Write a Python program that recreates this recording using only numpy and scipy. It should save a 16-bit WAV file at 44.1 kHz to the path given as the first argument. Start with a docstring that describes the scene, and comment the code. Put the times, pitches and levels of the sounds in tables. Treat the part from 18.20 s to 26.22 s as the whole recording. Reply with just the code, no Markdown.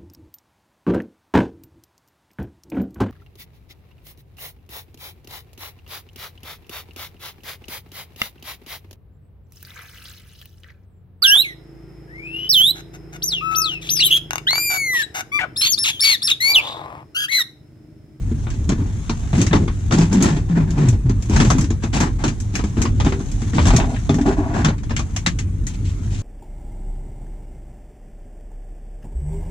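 """Unhooking a fish in an ice shelter

An angler in a small fabric shelter holds a fish, fetches pliers and works the hook out, over a low rumble.
Stiff clothing rustles and scuffs by a body-worn camera; its mount bumps and groans on the cloth.
Line, hook and pliers click. Scrapes and knocks ring a plastic tray as the pliers are fetched."""
import sys
import numpy as np
from scipy import signal
from scipy.fft import rfft, irfft, next_fast_len
from scipy.io import wavfile
from scipy.ndimage import uniform_filter1d, minimum_filter1d, map_coordinates

SR = 44100
rng = np.random.default_rng(int(sys.argv[2]) if len(sys.argv) > 2 else 0)


def put_to_file(sound):
    """Save the sound as 16-bit audio at rate SR, in the file named by the first command-line argument."""
    columns = np.atleast_2d(sound).T  # one column per channel
    safe = np.clip(columns, -1, 1)
    whole_steps = np.round(safe * 32767)
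    wavfile.write(sys.argv[1], SR, whole_steps.astype(np.int16))


N = 353682

# Event levels are relative within each source.
# body leans: t/s, length/s, added rumble re rest/dB
BODY_LEANS = [(3.11, 0.1, 5), (3.3, 0.072, -5), (4.58, 0.38, -4), (5.4, 0.16, 3.5)]
# sleeve rustle as the arms move: t/s, level/dB
SLEEVE_LEVELS = [(0.0, -54.5), (0.8, -51.5), (1.2, -46), (1.5, -52.5), (2.0, -47), (2.3, -56), (2.9, -59),
                 (3.25, -39.5), (3.58, -58.5), (4.45, -50.5), (4.72, -52.5), (5.3, -45.5), (5.8, -47),
                 (6.25, -55), (6.6, -60), (6.95, -53), (7.3, -61), (8.02, -49.5)]
# cloth or gear snaps that bump the mount: t/s, snap/dB, brightness/dB, bump/dB
MOUNT_JOLTS = [(0.114, -44, -37, -12), (0.2685, -32, -27, -23.5), (0.4909, -24, -6, -8.5),
               (0.519, -33, -12, -11), (0.8948, -22, -10.5, -10.5), (1.1303, -26, -16, -4.5),
               (1.181, -33, -1, -7.5), (1.31, -28, -29, -6), (1.3304, -15.5, -16.5, -11),
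               (1.352, -22.5, -9.5, -5), (1.4783, -27.5, -18, -16), (1.7094, -22.5, -12, -17),
               (1.722, -18, -8, -4.5), (1.785, -26, -2, -8), (1.928, -27.5, 0.5, -9),
               (2.8946, -30.5, -8, -9), (3.0958, -31, -2.5, -9.5), (3.1622, -20, -6, -5.5),
               (3.2006, -15, -9, -9), (3.274, -38, -13, -2.5), (3.302, -13.5, -6, -7.5),
               (3.383, -25.5, -2.5, -5.5), (3.5037, -29.5, -6, -11), (3.635, -28, -7.5, -11),
               (3.8031, -18.5, -3.5, -7), (4.039, -20.5, -7, -10), (4.3908, -27, -14, -18),
               (4.439, -31, -6.5, -9), (4.568, -34, -33, -10.5), (4.6525, -23.5, -11, -10.5),
               (4.8, -21, -10, -18), (4.847, -27, -6.5, -18), (4.8649, -22, -28, -5.5),
               (4.922, -25.5, -13, -16), (5.002, -36, -9, -22), (5.218, -33, -7.5, -15.5),
               (5.3324, -31, -12, -15), (5.3814, -15, -24, -4), (5.454, -19, -7, -15),
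               (5.4681, -19, -2, -6.5), (5.536, -25.5, -11, -1.5), (5.8934, -21.5, -10.5, -5.5),
               (5.9423, -29.5, -4, -7), (5.985, -31.5, -13, -17), (6.448, -24, -12, -6),
               (6.4846, -25, -11.5, -9.5), (6.6331, -38.5, -8, -42), (6.695, -34, -11, -26),
               (6.7064, -26, -14, -18.5), (6.792, -25.5, -6, -21), (7.069, -30, -6, -7.5)]
# line, hook and pliers: t/s, level/dB, brightness/dB
GEAR_CLICKS = [(0.3024, -32, -7), (1.167, -36, -1), (1.2151, -18, -2.5), (1.2654, -22, -5.5),
               (2.0242, -19, 2.5), (2.1661, -32.5, -14), (2.506, -32.5, -2), (2.6854, -25, 0),
               (3.0235, -32.5, -1), (3.4097, -25.5, -0.5), (3.4418, -29, -6), (3.7321, -27, -41),
               (4.0792, -21.5, -7.5), (4.2014, -33.5, 2), (4.3532, -17.5, -5), (4.6174, -19, -2),
               (5.115, -35, 0.5), (5.504, -18, -14), (5.5634, -14, -2.5), (5.5997, -21, -20),
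               (5.643, -30.5, -22), (5.7438, -31, -25), (5.7618, -29.5, -27), (6.0125, -30, -7),
               (6.4463, -13.5, -10.5), (6.5804, -38.5, -11), (6.764, -18, -6.5), (6.9627, -19.5, -4.5),
               (7.0623, -10.5, -8.5), (7.188, -23, -5.5), (7.4678, -27.5, 1)]
# cloth on cloth: t/s, length/s, boom/dB, rasp/dB, hiss/dB
CLOTH_SCUFFS = [(0.3, 0.045, -32, -51, -49), (0.485, 0.038, -17.5, -36, -44), (0.54, 0.15, -23, -47.5, -56),
                (1.13, 0.11, -12, -35, -35.5), (1.32, 0.048, -9.5, -28, -42),
                (1.38, 0.081, -19.5, -64, -58), (1.72, 0.04, -13, -31.5, -32.5),
                (1.775, 0.061, -11.5, -30, -32), (1.91, 0.082, -13, -34.5, -39),
                (2.0, 0.1, -10.5, -29.5, -32.5), (2.12, 0.065, -19, -40.5, -45),
                (2.28, 0.084, -24, -41.5, -49), (2.35, 0.071, -17.5, -34.5, -49),
                (2.47, 0.16, -25, -43.5, -52.5), (2.57, 0.16, -17, -38.5, -44.5),
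                (2.85, 0.056, -20.5, -47, -55.5), (3.1, 0.15, -17.5, -32.5, -34.5),
                (3.2, 0.07, -10.5, -35, -37), (3.33, 0.11, -18.5, -43, -52), (3.62, 0.021, -25, -32.5, -39),
                (3.725, 0.064, -16.5, -29.5, -30), (3.8, 0.049, -12.5, -29, -36),
                (3.98, 0.1, -32, -42.5, -50), (4.035, 0.038, -14, -38, -38.5),
                (4.33, 0.07, -25.5, -43.5, -41), (4.46, 0.023, -33, -58, -49),
                (4.565, 0.079, -18, -37, -43.5), (4.85, 0.023, -11, -36, -34),
                (5.335, 0.11, -15.5, -39.5, -36), (5.46, 0.037, -16.5, -29, -32),
                (5.525, 0.02, -10.5, -27.5, -34.5), (5.59, 0.04, -22, -33, -50.5),
                (6.05, 0.079, -15, -32.5, -40.5), (6.17, 0.34, -29.5, -41, -55.5),
                (6.335, 0.075, -19, -32.5, -41), (6.44, 0.033, -20, -32, -44),
                (7.47, 0.093, -42, -55.5, -46.5), (7.64, 0.068, -48, -60, -47.5),
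                (7.9, 0.1, -47, -68, -46.5)]
# mount dragging on cloth: t/s, length/s, level/dB, start f/Hz, end f/Hz
MOUNT_GROANS = [(1.765, 0.083, -10, 163, 173), (1.9, 0.14, -14, 173.6, 211),
                (2.07, 0.087, -18.5, 179, 154.6), (2.295, 0.13, -12.5, 178.4, 157),
                (2.46, 0.14, -22, 171.4, 163.8), (2.58, 0.177, -11.5, 157.6, 102),
                (2.845, 0.054, -13.5, 136.5, 114)]
# slides over the tray: t/s, length/s, low modes/dB, high modes/dB, favoured f/Hz
TRAY_SCRAPES = [(4.859, 0.12, -31.5, -51, 480), (5.57, 0.17, -26.5, -36, 233),
                (5.901, 0.061, -17.5, -39, 251), (5.989, 0.056, -19.5, -38.5, 266),
                (6.05, 0.056, -16, -26, 408), (6.168, 0.23, -24.5, -31.5, 306)]
# blows on the tray: t/s, level/dB, low-mode balance/dB, favoured f/Hz
TRAY_KNOCKS = [(4.863, -14, 7, 1130), (5.004, -33.5, 20.5, 930), (5.381, -23, -12, 764),
               (5.504, -9, -17, 930), (5.536, -12, 10, 767), (5.586, -10, -10, 780), (5.599, -11, -3, 700),
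               (5.642, -12.5, -34, 855), (5.727, -31, 5, 754), (5.894, -8, 11, 589),
               (5.984, -18.5, 13, 813), (6.06, -31, -5, 635), (6.168, -22, -7, 676)]
# tray modes: f/Hz, width/Hz, level/dB
TRAY_LOW_MODES = [(235.3, 14.6, 2), (286.7, 17.3, 0), (390, 5.9, 3.5), (477, 5.4, -15)]
TRAY_HIGH_MODES = [(615, 8.3, -9.5), (671, 33, 7.5), (763, 22, 4.5), (824, 35, 6), (852, 17, 1),
                   (937, 53, -2), (1154, 51, -4), (1458, 10, 0)]
# noise spectra: f/Hz, level/dB
RUMBLE_SPECTRUM = [(15, -58), (28, -1.5), (45, 5), (65, -1), (95, 4.5), (130, -5), (200, -11.5), (280, -16),
                   (400, -26.5), (600, -39), (1200, -67), (3000, -120)]
AIR_SPECTRUM = [(100, 6.5), (500, -3.5), (1000, 3), (2200, 0), (4700, -20), (6500, -20), (8000, -6),
                (11000, -15), (15000, -24.5)]
SLEEVE_SPECTRUM = [(200, -35), (700, 6.5), (1500, 0), (3500, -3.5), (4900, -7.5), (6500, 2.5), (7600, -2.5),
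                   (9500, -14), (11500, -23), (15000, -38)]
CLICK_SPECTRUM = [(150, -19), (450, -0.5), (900, 2.5), (1500, 1.5), (2300, -1.5), (3000, -3), (4000, -6),
                  (5000, -5), (6400, 3), (7500, -1.5), (9000, -13), (11000, -24.5), (15000, -30)]
BOOM_SPECTRUM = [(50, -43), (110, -2.5), (170, -1.5), (290, -1.5), (400, -11.5), (560, -26.5), (1000, -39),
                 (2000, -120)]
RASP_SPECTRUM = [(200, -35), (500, 2.5), (850, 9.5), (1250, 2.5), (1700, 2.5), (2500, -7), (4000, -24),
                 (7000, -20), (12000, -64)]
HISS_SPECTRUM = [(800, -22), (2500, 1.5), (3800, -2.5), (5000, -3.5), (6400, -1), (7500, -1.5),
                 (9000, -15.5), (11000, -28), (15000, -37)]
# likeness of the two microphone ports: f/Hz, correlation
PORT_LIKENESS = [(25, 0.44), (60, 1), (280, 0.97), (450, 0.55), (800, 0.073), (1400, 0.07), (2500, 0.033),
                 (3500, 1), (4700, 0.34), (7000, 0.028), (14000, 0.067)]
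# left port over right: f/Hz, level/dB
PORT_BALANCE = [(30, -1), (80, 0.44), (380, 1.1), (700, 2), (1100, 3), (2000, 2.5), (3200, 1), (4300, 3),
                (6800, 3), (8300, -3), (10000, -2), (14000, 2.5)]
# right port behind left: f/Hz, lag/s
PORT_LAG = [(600, 0), (1300, .00025)]


def amp(db):
    """Decibels to gain."""
    return np.exp(np.asarray(db) * np.log(10) / 20)


def unit(x):
    """x at rms 1."""
    return x / np.sqrt(np.mean(x ** 2) + 1e-20)


def unit_peak(x):
    """x at peak 1."""
    return x / np.abs(x).max()


def along(points, hz):
    """Curve read on a log frequency axis."""
    f, values = np.transpose(points)
    return np.interp(np.log(hz + 1), np.log(f + 1), values)


def wobble(rate_hz):
    """Smooth random curve."""
    knots = rng.standard_normal(int(N * rate_hz / SR) + 4)
    return map_coordinates(knots, [np.arange(N) * rate_hz / SR])


def decay(t, t60_s):
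    """Fall of 60 dB in t60_s."""
    return np.exp(-np.log(1000) * t / t60_s)


def add(track, start_s, sound):
    """Mix a sound into a track."""
    part = track[..., max(round(start_s * SR), 0):][..., :sound.shape[-1]]
    part += sound[..., :part.shape[-1]]


def filtered(x, response):
    """x through a complex frequency response."""
    size = x.shape[-1]
    padded = next_fast_len(size + 2048, real=True)
    return irfft(rfft(x, padded) * response(np.fft.rfftfreq(padded, 1 / SR)), padded)[..., :size]


def patchy(depth_db, size):
    """Two white noises; narrow resonances come and go as folds and air pockets change shape."""
    hop = 256
    field = uniform_filter1d(rng.standard_normal((size // hop + 2, hop + 1)), size=2, axis=1)
    field = uniform_filter1d(field, size=11, axis=0)
    spectra = rfft(rng.standard_normal((2, len(field), 2 * hop), dtype=np.float32))
    frames = irfft(spectra * amp(depth_db * unit(field))) * np.sqrt(np.hanning(2 * hop))
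    return (frames[:, 1:, :hop] + frames[:, :-1, hop:]).reshape(2, -1)[:, :size]


def port_noise(colour_db, patchy_db, size):
    """Coloured noise, partly alike at the two ports; mid at rms 1."""
    def mid_side_gains(hz):
        likeness = np.clip(along(PORT_LIKENESS, hz), -1, 1)
        return amp(colour_db(hz)) * np.sqrt([1 + likeness, 1 - likeness])
    mid, side = filtered(patchy(patchy_db, size), mid_side_gains)
    return np.array([mid + side, mid - side]) / np.std(mid)


def noise(spectrum, patchy_db=0):
    """Scene-long stereo noise."""
    return port_noise(lambda hz: along(spectrum, hz), patchy_db, N)


def crinkle(rate_hz, spread_db, t60_s):
    """Envelope of many tiny decaying snaps."""
    onsets = rng.random(N) < rate_hz / SR
    energy = onsets * amp(spread_db * np.clip(rng.standard_normal(N), -2, 2)) ** 2
    pole = amp(-60 / (t60_s * SR)) ** 2
    return unit(np.sqrt(signal.lfilter([1], [1, -pole], energy)))


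def swell(length_s, attack_s, t60_s, arch_db):
    """Stroke envelope: rise, arch (sag if negative), decay."""
    t = np.arange(int((length_s + t60_s) * SR)) / SR
    pressure_db = arch_db * (np.sin(np.pi * np.minimum(t / length_s, 1)) - 2 / np.pi)
    return np.minimum(t / attack_s, 1) * amp(pressure_db) * decay(np.maximum(t - length_s, 0), t60_s)


def strokes(rows, attack_s, t60_s, arch_db):
    """Gain curves of a series of strokes, one per dB column."""
    gains = np.zeros((len(rows[0]) - 2, N))
    for start_s, length_s, *levels_db in rows:
        add(gains, start_s, amp(levels_db)[:, None] * swell(length_s, attack_s, t60_s, arch_db))
    return gains


def rumble():
    """Low rumble, swelling as the body leans."""
    lean, = strokes(BODY_LEANS, attack_s=0.027, t60_s=0.14, arch_db=2.5)
    rest_db = -21.5 + 1.43 * wobble(14)
    return amp(rest_db) * (1 + lean) * noise(RUMBLE_SPECTRUM)


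def air():
    """Faint air hiss."""
    return amp(-55) * noise(AIR_SPECTRUM, patchy_db=3.5)


def sleeves():
    """Moving arms rustle the sleeves in dense, tiny snaps."""
    level_db = np.interp(np.arange(N) / SR, *np.transpose(SLEEVE_LEVELS))
    snaps = crinkle(rate_hz=870, spread_db=3, t60_s=0.069)
    return amp(level_db + 2.5) * snaps * noise(SLEEVE_SPECTRUM, patchy_db=2)


def contacts(rows, knock_db, t60_s):
    """Brief cracks, answered by close walls and gear. Soft contacts knock; hard ones are bright."""
    out, t = np.zeros((2, N)), np.arange(SR // 6) / SR
    envelope = (decay(t, t60_s) + 0.47 * decay(t, 0.007)) * (1 - np.exp(-t / 0.00059))
    for start_s, db, bright_db, *_ in rows:
        tilt = [(1000, knock_db + 2.5), (1900, 0.0056), (3600, 0),  # f/Hz, level/dB
                (5800, bright_db + 4.5), (13000, 2.26 * bright_db + 7)]
        colour_db = lambda hz: along(CLICK_SPECTRUM, hz) + along(tilt, hz)
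        band_gain = np.sqrt(1 + amp(knock_db) ** 2 + amp(bright_db) ** 2)
        burst = port_noise(colour_db, patchy_db=2.7, size=len(t))
        add(out, start_s, amp(db - 5.5) * band_gain * envelope * burst)
    return out


def mount_bumps(db_per_octave=7):
    """A push rings the mount's damped modes; a harder push loads it more and rings lower."""
    out, t = np.zeros(N), np.arange(SR // 4) / SR
    modes = [(0.62, -5.5, 0.44), (0.98, 3, 0.17), (1.42, -2, 0.11), (1.85, -7.5, 0.092)]
    attack = 1 - np.exp(-t / 0.0016)
    for start_s, _, _, db in MOUNT_JOLTS:
        hz = np.clip(170.7 * 2 ** ((-7 - db) / db_per_octave), 121.5, 233.5)
        ring = 0
        for ratio, mode_db, t60_s in modes:
            envelope = amp(mode_db + rng.normal(0, 1)) * decay(t, t60_s)
            ring += envelope * np.sin(2 * np.pi * (hz * ratio * t + rng.random()))
        add(out, start_s, amp(db - 2) * unit_peak(ring * attack))
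    return out


def cloth_scuffs():
    """Stiff cloth catches and lets go: one train of snaps drives boom, rasp and hiss."""
    boom, rasp, hiss = strokes(CLOTH_SCUFFS, attack_s=0.015, t60_s=0.2, arch_db=2)
    snaps = crinkle(rate_hz=330, spread_db=0, t60_s=0.11)
    treble = rasp * noise(RASP_SPECTRUM, patchy_db=2) + hiss * noise(HISS_SPECTRUM)
    smooth_snaps = uniform_filter1d(snaps, size=150)  # the boom follows the snaps, smoothed over a few milliseconds
    return snaps * treble + smooth_snaps * amp(-4.5) * boom * noise(BOOM_SPECTRUM, patchy_db=1)


def mount_groans():
    """Stick-slip of the mount on cloth: low glides, unsteady in pitch and level."""
    out, waver = np.zeros(N), 1 + 0.052 * wobble(70)
    for start_s, length_s, db, start_hz, end_hz in MOUNT_GROANS:
        envelope = swell(length_s, attack_s=0.0082, t60_s=0.26, arch_db=2)
        glide_hz = np.interp(np.arange(len(envelope)) / SR, [0, length_s], [start_hz, end_hz])
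        hz = glide_hz * waver[round(start_s * SR):][:len(envelope)]
        add(out, start_s, amp(db) * envelope * np.sin(2 * np.pi * np.cumsum(hz) / SR))
    return out * amp(1.9 * wobble(45))


def softened(force, cutoff_hz=2400):
    """Plastic yields on contact: a low-pass."""
    return signal.sosfilt(signal.butter(2, cutoff_hz, fs=SR, output="sos"), force)


def ringing(drive, modes):
    """Drive through parallel resonances of alternating sign."""
    def response(f):
        return sum((-1) ** k * amp(db) * 1j * f * width_hz / (hz * hz - f * f + 1j * f * width_hz)
                   for k, (hz, width_hz, db) in enumerate(modes))
    return filtered(drive, response)


def favouring(modes, ring_hz, db_per_octave):
    """The spot touched favours modes near one pitch."""
    return [(hz, width_hz, db - db_per_octave * abs(np.log2(hz / ring_hz))) for hz, width_hz, db in modes]


def tray_scrapes():
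    """Uneven slips ring the plastic tray."""
    out = np.zeros(N)
    slips = softened(crinkle(rate_hz=290, spread_db=3.5, t60_s=0.017) * rng.standard_normal(N))
    for start_s, length_s, low_db, high_db, ring_hz in TRAY_SCRAPES:
        envelope = swell(length_s, attack_s=0.013, t60_s=0.12, arch_db=-3)
        drive = slips[round(start_s * SR):][:len(envelope)]
        low = unit(ringing(drive, favouring(TRAY_LOW_MODES, ring_hz, db_per_octave=24)))
        high = unit(ringing(drive, TRAY_HIGH_MODES))
        add(out, start_s, envelope * (amp(low_db) * low + amp(high_db) * high))
    return out


def tray_knocks():
    """Hand and pliers strike the tray: hollow low modes, clacking high ones."""
    out, t = np.zeros(N), np.arange(SR // 4) / SR
    damping = decay(t, t60_s=0.4)
    for start_s, db, low_db, ring_hz in TRAY_KNOCKS:
        blow = softened(decay(t, t60_s=0.0049) * rng.standard_normal(len(t)))
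        struck_modes = favouring(TRAY_HIGH_MODES, ring_hz, db_per_octave=5)
        hollow = unit_peak(ringing(blow, TRAY_LOW_MODES) * damping)
        clack = unit_peak(ringing(blow, struck_modes) * damping)
        add(out, start_s, amp(db - 5) * (amp(low_db - 2) * hollow + clack))
    return out


def port_response(hz):
    """The left port hears the midrange sooner and louder."""
    side = np.array([[0.5], [-0.5]])
    return amp(side * along(PORT_BALANCE, hz)) * np.exp(2j * np.pi * hz * side * along(PORT_LAG, hz))


def scene():
    """All sources at the two ports."""
    mix = rumble() + air() + sleeves()
    mix += contacts(MOUNT_JOLTS, knock_db=1.5, t60_s=0.14) + mount_bumps()
    mix += contacts(GEAR_CLICKS, knock_db=-11, t60_s=0.12)
    mix += cloth_scuffs() + mount_groans() + tray_scrapes() + tray_knocks()
    return filtered(mix, port_response)


def record(dry, ceiling=0.95, top_hz=15300):
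    """Camera peak limiter, then band limit."""
    needed = np.minimum(1, ceiling / (np.abs(dry).max(axis=0) + 1e-9))
    gain = uniform_filter1d(minimum_filter1d(needed, size=441), size=441)
    return filtered(dry * gain, lambda hz: hz < top_hz)


dry = scene()
out = record(dry)
put_to_file(out)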